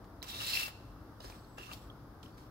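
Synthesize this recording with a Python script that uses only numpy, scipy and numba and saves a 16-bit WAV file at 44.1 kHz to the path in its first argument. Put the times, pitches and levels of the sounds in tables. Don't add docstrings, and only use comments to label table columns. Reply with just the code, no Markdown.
import sys
import numpy as np
from scipy import signal
from scipy.fft import rfft, irfft
from scipy.io import wavfile
from scipy.ndimage import uniform_filter1d
from numba import njit

SR = 44100
rng = np.random.default_rng(int(sys.argv[2]) if len(sys.argv) > 2 else 0)


def put_to_file(sound):
    columns = np.atleast_2d(sound).T
    safe = np.clip(columns, -1, 1)
    whole_steps = np.round(safe * 32767)
    wavfile.write(sys.argv[1], SR, whole_steps.astype(np.int16))


def linear_from_db(decibels):
    return 10 ** (np.asarray(decibels, float) / 20)


N = 110250
t = np.arange(N) / SR

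# start_s, grit_db, blade_db, contact_db, slab_db, contact_hz
LONG_DRAG = [
    (.24, -55, -14, -12, 0, 4030),
    (.256, -68.5, 7, 4, 6, 3950),
    (.3, -54, -15, 5, -10, 3760),
    (.34, -58.5, 8, 9, -2, 3600),
    (.42, -50, 5.5, 4, 2.5, 3750),
    (.535, -46, 1.5, 6, -39, 4070),
    (.57, -45, 6, 0, -9, 4120),
    (.66, -52.5, 10.5, -3, -2, 4200),
    (.708, -70.5, -7, -20, 7.5, 4000),
]
# start_s, grit_db, blade_db, contact_db, slab_db
LIGHT_RUBS = [
    [(1.202, -78, 2, 15, 14), (1.225, -71.5, -11, 5.5, 1), (1.25, -67, -6, 8, 7), (1.285, -70, 2, 0, 5),
     (1.31, -69, -12, 4, 4), (1.345, -70.5, -8, -9, 7.5), (1.4, -79.5, -14, 8.5, -5),
     (1.5, -86.5, -14, 3, -3)],
    [(1.573, -72.5, 17, -2, 7), (1.6, -68.5, 14, -13, 11), (1.645, -66, 15, -32, 0.5),
     (1.7, -73.5, 12.5, -7, 15.5), (1.728, -64, 8.5, 5, -1), (1.745, -63.5, -4, -3, -11),
     (1.8, -71, -21, -17, -21), (1.865, -74.5, -14, -10, -15)],
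    [(2.229, -71.5, -2, -3, -21), (2.25, -72, -2, 3, -21), (2.287, -75.5, -2, -2, -15),
     (2.33, -86, 1, 8, -2), (2.365, -91, -3, 10, -13), (2.38, -72, -17, 0, 13), (2.41, -79.5, -12, 5, 6),
     (2.47, -80.5, -12, -6, 1)],
]
STROKES = [LONG_DRAG] + [[tuple(row) + (4200,) for row in rub] for rub in LIGHT_RUBS]
GRAINS_PER_S, GRAIN_SPREAD_DB = 9000, 2.1
JUDDER_DB, JUDDER_PER_S = 1.3, 70
PORT_LAG_S, SHARED, SHARED_TREBLE = .00046, .75, .2
# pitch_hz, level_db per Hz
GRIT_LEFT = [(200, -13), (1200, -3.5), (3400, 7), (5000, -5), (6500, -6.5), (9000, -3), (13000, 2),
             (16000, -1)]
GRIT_RIGHT = [(200, -8), (1200, -2), (3400, 8), (5500, 3.5), (6600, -11), (7500, -2.5), (9000, -23.5),
              (16000, -1.5)]
COARSE_PATCHES = [5650, 7350, 9200]
# pitch_hz, width_hz, level_db, left_minus_right_db
BLADE_TONES = [
    (2285, 150, -14, 10),
    (2500, 300, -20, -10),
    (2695, 36, 0, 6),
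    (2960, 89, -18, -6),
]
RUB_DAMPING = 6.5
CONTACT_WIDTH_HZ, CONTACT_PAN_DB = 380, -2
# pitch_hz, width_hz, level_db
SLAB_TONES = [
    (605, 630, -4.5),
    (1240, 220, -1.5),
    (1650, 150, -9.5),
]
# start_s, peak_db, left_minus_right_db, thud_db
TAPS = [(0.0432, -66, -7, 12), (0.2275, -34.5, -3, -12), (0.4994, -42, 13, -20), (.5866, -46, 14, -20),
        (0.631, -40, 8, -14), (0.6807, -50.5, 23, 3), (1.2027, -59.5, -3, 8.5), (1.244, -64.5, -7, 16),
        (1.2995, -53, 0, 7), (1.5823, -49.5, -5, 8), (1.715, -59, -12, 12.5), (1.733, -45, 16, -16),
        (2.2299, -54, -15, -1), (2.376, -71, -1, 5)]
TAP_DB, TAP_TICK_S = -3, .003
TAP_TAIL_S, TAP_TAIL_DB = .016, -9
THUD_HZ, THUD_WIDTH_HZ = 600, 510
# start_s, peak_db, pitch_hz, width_hz, left_minus_right_db
CAUGHT_GRAINS = [(.284, -44.5, 7300, 60, -8), (.303, -47, 7300, 80, 5), (.3147, -45, 3930, 120, -2),
                 (.3611, -35, 3850, 150, 2), (.3891, -31, 3900, 150, 5), (.402, -38.5, 2840, 39.7, 6),
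                 (.4464, -39, 4200, 149, -1), (.4658, -35, 9300, 200, 11), (.467, -35, 8000, 200, 8),
                 (.4948, -40, 4050, 200, -1), (.5327, -20.5, 4300, 250, -1), (.5365, -18, 4800, 300, -6),
                 (.5425, -32, 4080, 250, 4), (.534, -29, 2710, 29.8, 5), (.5522, -27, 2620, 120, 3),
                 (.554, -29, 2200, 250, 12), (.5635, -25, 2470, 120, 3), (.5705, -24, 2706, 68, 5),
                 (.572, -27.5, 2150, 250, 9), (.5895, -31, 2656, 49.6, 5), (.597, -38, 2620, 80, 3),
                 (.631, -32.5, 2704, 40.7, 3), (1.2035, -41, 3810, 199, -5), (1.205, -43, 4930, 250, -14),
                 (1.251, -54, 4250, 100, -7), (1.3, -54, 4430, 80, -1), (1.3227, -46, 2440, 200, -6),
                 (1.4465, -53, 4340, 200, -8), (1.584, -43, 2713, 100, 12), (1.594, -45, 2780, 100, -1),
                 (1.63, -46, 2730, 80, 10), (1.7148, -37.5, 2720, 120, 4), (1.7325, -44, 4500, 200, 10),
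                 (1.735, -50, 5460, 120, 10), (1.745, -46, 4600, 250, 8), (2.2303, -47, 3150, 200, 13),
                 (2.231, -55, 4330, 250, -4), (2.26, -44.5, 3070, 250, 8.5), (2.379, -58, 4670, 200, -11)]
CATCH_RISE_S, CATCH_ROUGH_DB = .001, 2
# start_s, peak_db, pitch_hz, width_hz,
# left_minus_right_db
MORE_CAUGHT_GRAINS = [(1.712, -43, 2400, 170, 4), (1.72, -50, 3300, 200, -6), (1.733, -45, 11500, 300, 13),
                      (1.257, -52, 5300, 46, -9), (1.203, -56.5, 2900, 40, -5), (2.9, -55, 1700, 220, 0),
                      (0.22, -33, 4020, 200, -3), (.227, -46, 3300, 150, 2), (.232, -40, 6000, 110, -5),
                      (1.243, -45, 390, 35, 2), (1.301, -48, 330, 60, 2), (1.9, -39, 3300, 170, -4),
                      (1.203, -36, 740, 200, 2), (1.245, -40, 504, 89, 1), (1.299, -43, 640, 150, 9),
                      (1.58, -43, 1600, 150, 15), (1.582, -45.5, 1100, 100, 16), (1.717, -40.5, 1180, 110, 15),
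                      (1.69, -44, 1220, 100, 13), (1.298, -49, 5900, 230, -13)]
YARD_T60_S, YARD_DB, YARD_HZ = 0.72, -21.5, 4500
# start_s, length_s, start_hz, end_hz, level_db
BIRD_WHISTLES = [
    (1.29, .18, 8050, 7800, -78),
    (1.45, .2, 8000, 7200, -79),
    (1.78, .11, 7900, 7800, -81),
    (2.3, .08, 4650, 4500, -79),
]
# pitch_hz, level_db per Hz
TOWN_MID = [(24, -43), (38, -10), (60, -3.5), (150, -7), (560, -16.5), (1300, -18.5), (1800, -30.5),
            (3500, -63)]
# pitch_hz, level_db per Hz
TOWN_SIDE = [(24, -18), (40, -12), (115, -6), (200, -7), (400, -10), (900, -7.5), (1700, -12.5),
             (3500, -40)]
TOWN_DB, TOWN_SIDE_DB, TOWN_PAN_DB = -54, -11.5, 2
# pitch_hz, width_hz, level_db
ENGINE_HUMS = [
    (50.2, 27, -59.5),
    (112.2, 17.5, -60.5),
    (296.2, 56, -63),
]
# pitch_hz, level_db per Hz
HISS = [(1060, -35), (1800, -11.5), (2500, -13.5), (3590, -10), (4550, -11), (4940, -8), (7430, -21.5),
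        (12800, -13.5), (15800, -16)]
HISS_DB, HISS_PAN_DB = -70, 0.5


def level(x, db):
    return x * linear_from_db(db) / np.sqrt(np.mean(x ** 2))


@njit
def moving_resonance(x, hz, width):
    y, ring, low = np.empty(len(x)), 0., 0.
    for i in range(len(x)):
        g, k = np.tan(np.pi * hz[i] / SR), width[i] / hz[i]
        v = (ring + g * (x[i] - low)) / (1 + g * (g + k))
        ring, low, y[i] = 2 * v - ring, low + 2 * g * v, k * v
    return y


def band(x, hz, width_hz):
    return moving_resonance(x, hz + 0 * t, width_hz + 0 * t) * np.sqrt(SR / np.pi / width_hz)


def colour(x, table):
    tab = np.array(table, float)
    hz = np.arange(2049) * SR / 4096 + 1
    db = np.interp(np.log(hz), np.log(tab[:, 0]), tab[:, 1], left=-70, right=tab[-1, 1])
    folded = irfft(db * np.log(10) / 20)
    folded[1:2048] *= 2
    folded[2049:] = 0
    h = irfft(np.exp(rfft(folded)))
    return signal.fftconvolve(x, h / np.sqrt(np.sum(h ** 2)))[:N]


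def walk(rate):
    k = int(SR / rate)
    steps = np.repeat(rng.standard_normal(N // 50)[:N // k + 1], k)
    return 1.5 * uniform_filter1d(uniform_filter1d(steps, k), k)[:N]


def pan(db):
    return linear_from_db(np.array([[db / 2], [-db / 2]]))


def grit():
    chance, size, noise = rng.random(N), rng.exponential(size=N), rng.standard_normal(N)
    hit = np.clip((GRAINS_PER_S / SR - chance) * 50, 0, 1)
    return level(hit * noise * linear_from_db(GRAIN_SPREAD_DB * size) + 0.38 * noise, 0)


def ports(shared):
    both, share = grit(), np.clip(shared, 0, 1)
    late = np.roll(both, int(PORT_LAG_S * SR))
    return [np.sqrt(share) * b + np.sqrt(1 - share) * grit() for b in (late, both)]


def touching():
    on = 0
    for stroke in STROKES:
        start, end = stroke[0][0], stroke[-1][0]
        fade = np.exp(-np.maximum(t - end, 0) / .02)
        on = on + (t >= start) * fade * (t < end + .06)
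    return on


def blade_ring(x, damping, port):
    out = 0
    for j, (hz, width_hz, db, pan_db) in enumerate(BLADE_TONES):
        side = pan(np.where(t > 1, -pan_db, pan_db))[port, 0]
        out = out + (-1) ** j * linear_from_db(db) * side * band(x, hz, width_hz * damping)
    return out


def coarse_grit():
    noise = grit_treble = 0
    return noise + grit_treble


def strokes():
    rows = np.concatenate([np.array(s, float) for s in STROKES])
    grit_db, blade_db, contact_db, slab_db, contact_hz = (np.interp(t, rows[:, 0], rows[:, k])
                                                          for k in range(1, 6))
    push = touching() * linear_from_db(grit_db + JUDDER_DB * walk(JUDDER_PER_S))
    slip = linear_from_db(blade_db + 1.5 * walk(90))
    chatter = linear_from_db(contact_db + 1.6 * walk(150))
    damping = np.where(t > 1, RUB_DAMPING, 1)
    contact_width = CONTACT_WIDTH_HZ * np.where(t > 1, RUB_DAMPING / 2, 1)
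    out = []
    sources = zip(ports(SHARED), ports(SHARED_TREBLE), (GRIT_LEFT, GRIT_RIGHT))
    for port, (x, fine, table) in enumerate(sources):
        x = x * push
        patches = sum(.16 * linear_from_db(4 * walk(35)) * band(fine, hz * (1 + .015 * walk(8)), hz / 11)
                      for hz in COARSE_PATCHES)
        hiss = colour((fine + patches) * push, table)
        blade = blade_ring(x * slip, damping, port)
        contact = pan(CONTACT_PAN_DB)[port] * band(x * chatter, contact_hz, contact_width)
        slab = sum(linear_from_db(db) * band(x * linear_from_db(slab_db), hz, width_hz) for hz, width_hz, db in SLAB_TONES)
        out.append(linear_from_db(7.5) * hiss + linear_from_db(-5.0) * blade + linear_from_db(1.5) * contact + slab)
    return np.array(out)


def taps():
    out, source = np.zeros((2, N)), ports(SHARED)
    for start, db, pan_db, thud_db in TAPS:
        age = np.maximum(t - start, 0)
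        fade = np.exp(-age / TAP_TICK_S) + linear_from_db(TAP_TAIL_DB) * np.exp(-age / TAP_TAIL_S)
        env = (t >= start) * linear_from_db(db + TAP_DB) * fade
        for port, table in enumerate((GRIT_LEFT, GRIT_RIGHT)):
            out[port] += pan(pan_db)[port] * colour(source[port] * env, table)
        out += linear_from_db(thud_db) * band(source[1] * env, THUD_HZ, THUD_WIDTH_HZ)
    return out


def catches():
    out, rough = np.zeros((2, N)), linear_from_db(CATCH_ROUGH_DB * walk(500))
    lag = np.array([[PORT_LAG_S], [0]])
    for start, db, hz, width_hz, pan_db in list(CAUGHT_GRAINS) + list(MORE_CAUGHT_GRAINS):
        age = np.maximum(t - start - lag, 0)
        env = (1 - np.exp(-age / CATCH_RISE_S)) * np.exp(-np.pi * width_hz * age)
        out += pan(pan_db) * linear_from_db(db + 3) * env * np.sin(2 * np.pi * hz * age)
    return out * rough


def yard_echoes(near):
    tail = rng.standard_normal((2, N)) * linear_from_db(-60 * t / YARD_T60_S) * (t > .012)
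    tail = np.array([level(band(v, YARD_HZ, 8000), 0) / np.sqrt(N) for v in tail])
    return linear_from_db(YARD_DB) * signal.fftconvolve(near, tail, axes=1)[:, :N]


def bird():
    out, noise = 0, rng.standard_normal(N)
    for start, length, start_hz, end_hz, db in BIRD_WHISTLES:
        u = np.clip((t - start) / length, 0, 1)
        hz = start_hz + (end_hz - start_hz) * u ** 2 + 90 * walk(40)
        whistle = level(band(band(noise, hz, 190), hz, 190), 0)
        out = out + linear_from_db(db) * np.sqrt(np.sin(np.pi * u).clip(0)) * whistle
    return out * pan(6)


def town():
    noise = rng.standard_normal((4, N))
    mid = level(colour(noise[0], TOWN_MID) * linear_from_db(.6 * walk(9)), TOWN_DB)
    for hz, width_hz, db in ENGINE_HUMS:
        hum = band(band(rng.standard_normal(N), hz, width_hz), hz, width_hz)
        mid = mid + level(hum * linear_from_db(2.16 * walk(5)), db)
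    side = level(colour(noise[1], TOWN_SIDE), TOWN_DB + TOWN_SIDE_DB)
    hiss = np.array([level(colour(v, HISS) * linear_from_db(0.69 * walk(3.5)), HISS_DB) for v in noise[2:]])
    return (mid + side * np.array([[1], [-1]])) * pan(TOWN_PAN_DB) + hiss * pan(HISS_PAN_DB)


def scene():
    near = strokes() + taps() + catches()
    return near + yard_echoes(near) + bird() + town()


def roll_off(x):
    return signal.sosfilt(signal.butter(12, 16480, fs=SR, output="sos"), x)


def record(dry):
    rounded = .13 * np.tanh(dry / .13)
    low_pass = signal.ellip(10, .2, 60, 15750, fs=SR, output="sos")
    return roll_off(signal.sosfilt(low_pass, rounded))


dry = scene()
out = record(dry)
put_to_file(out)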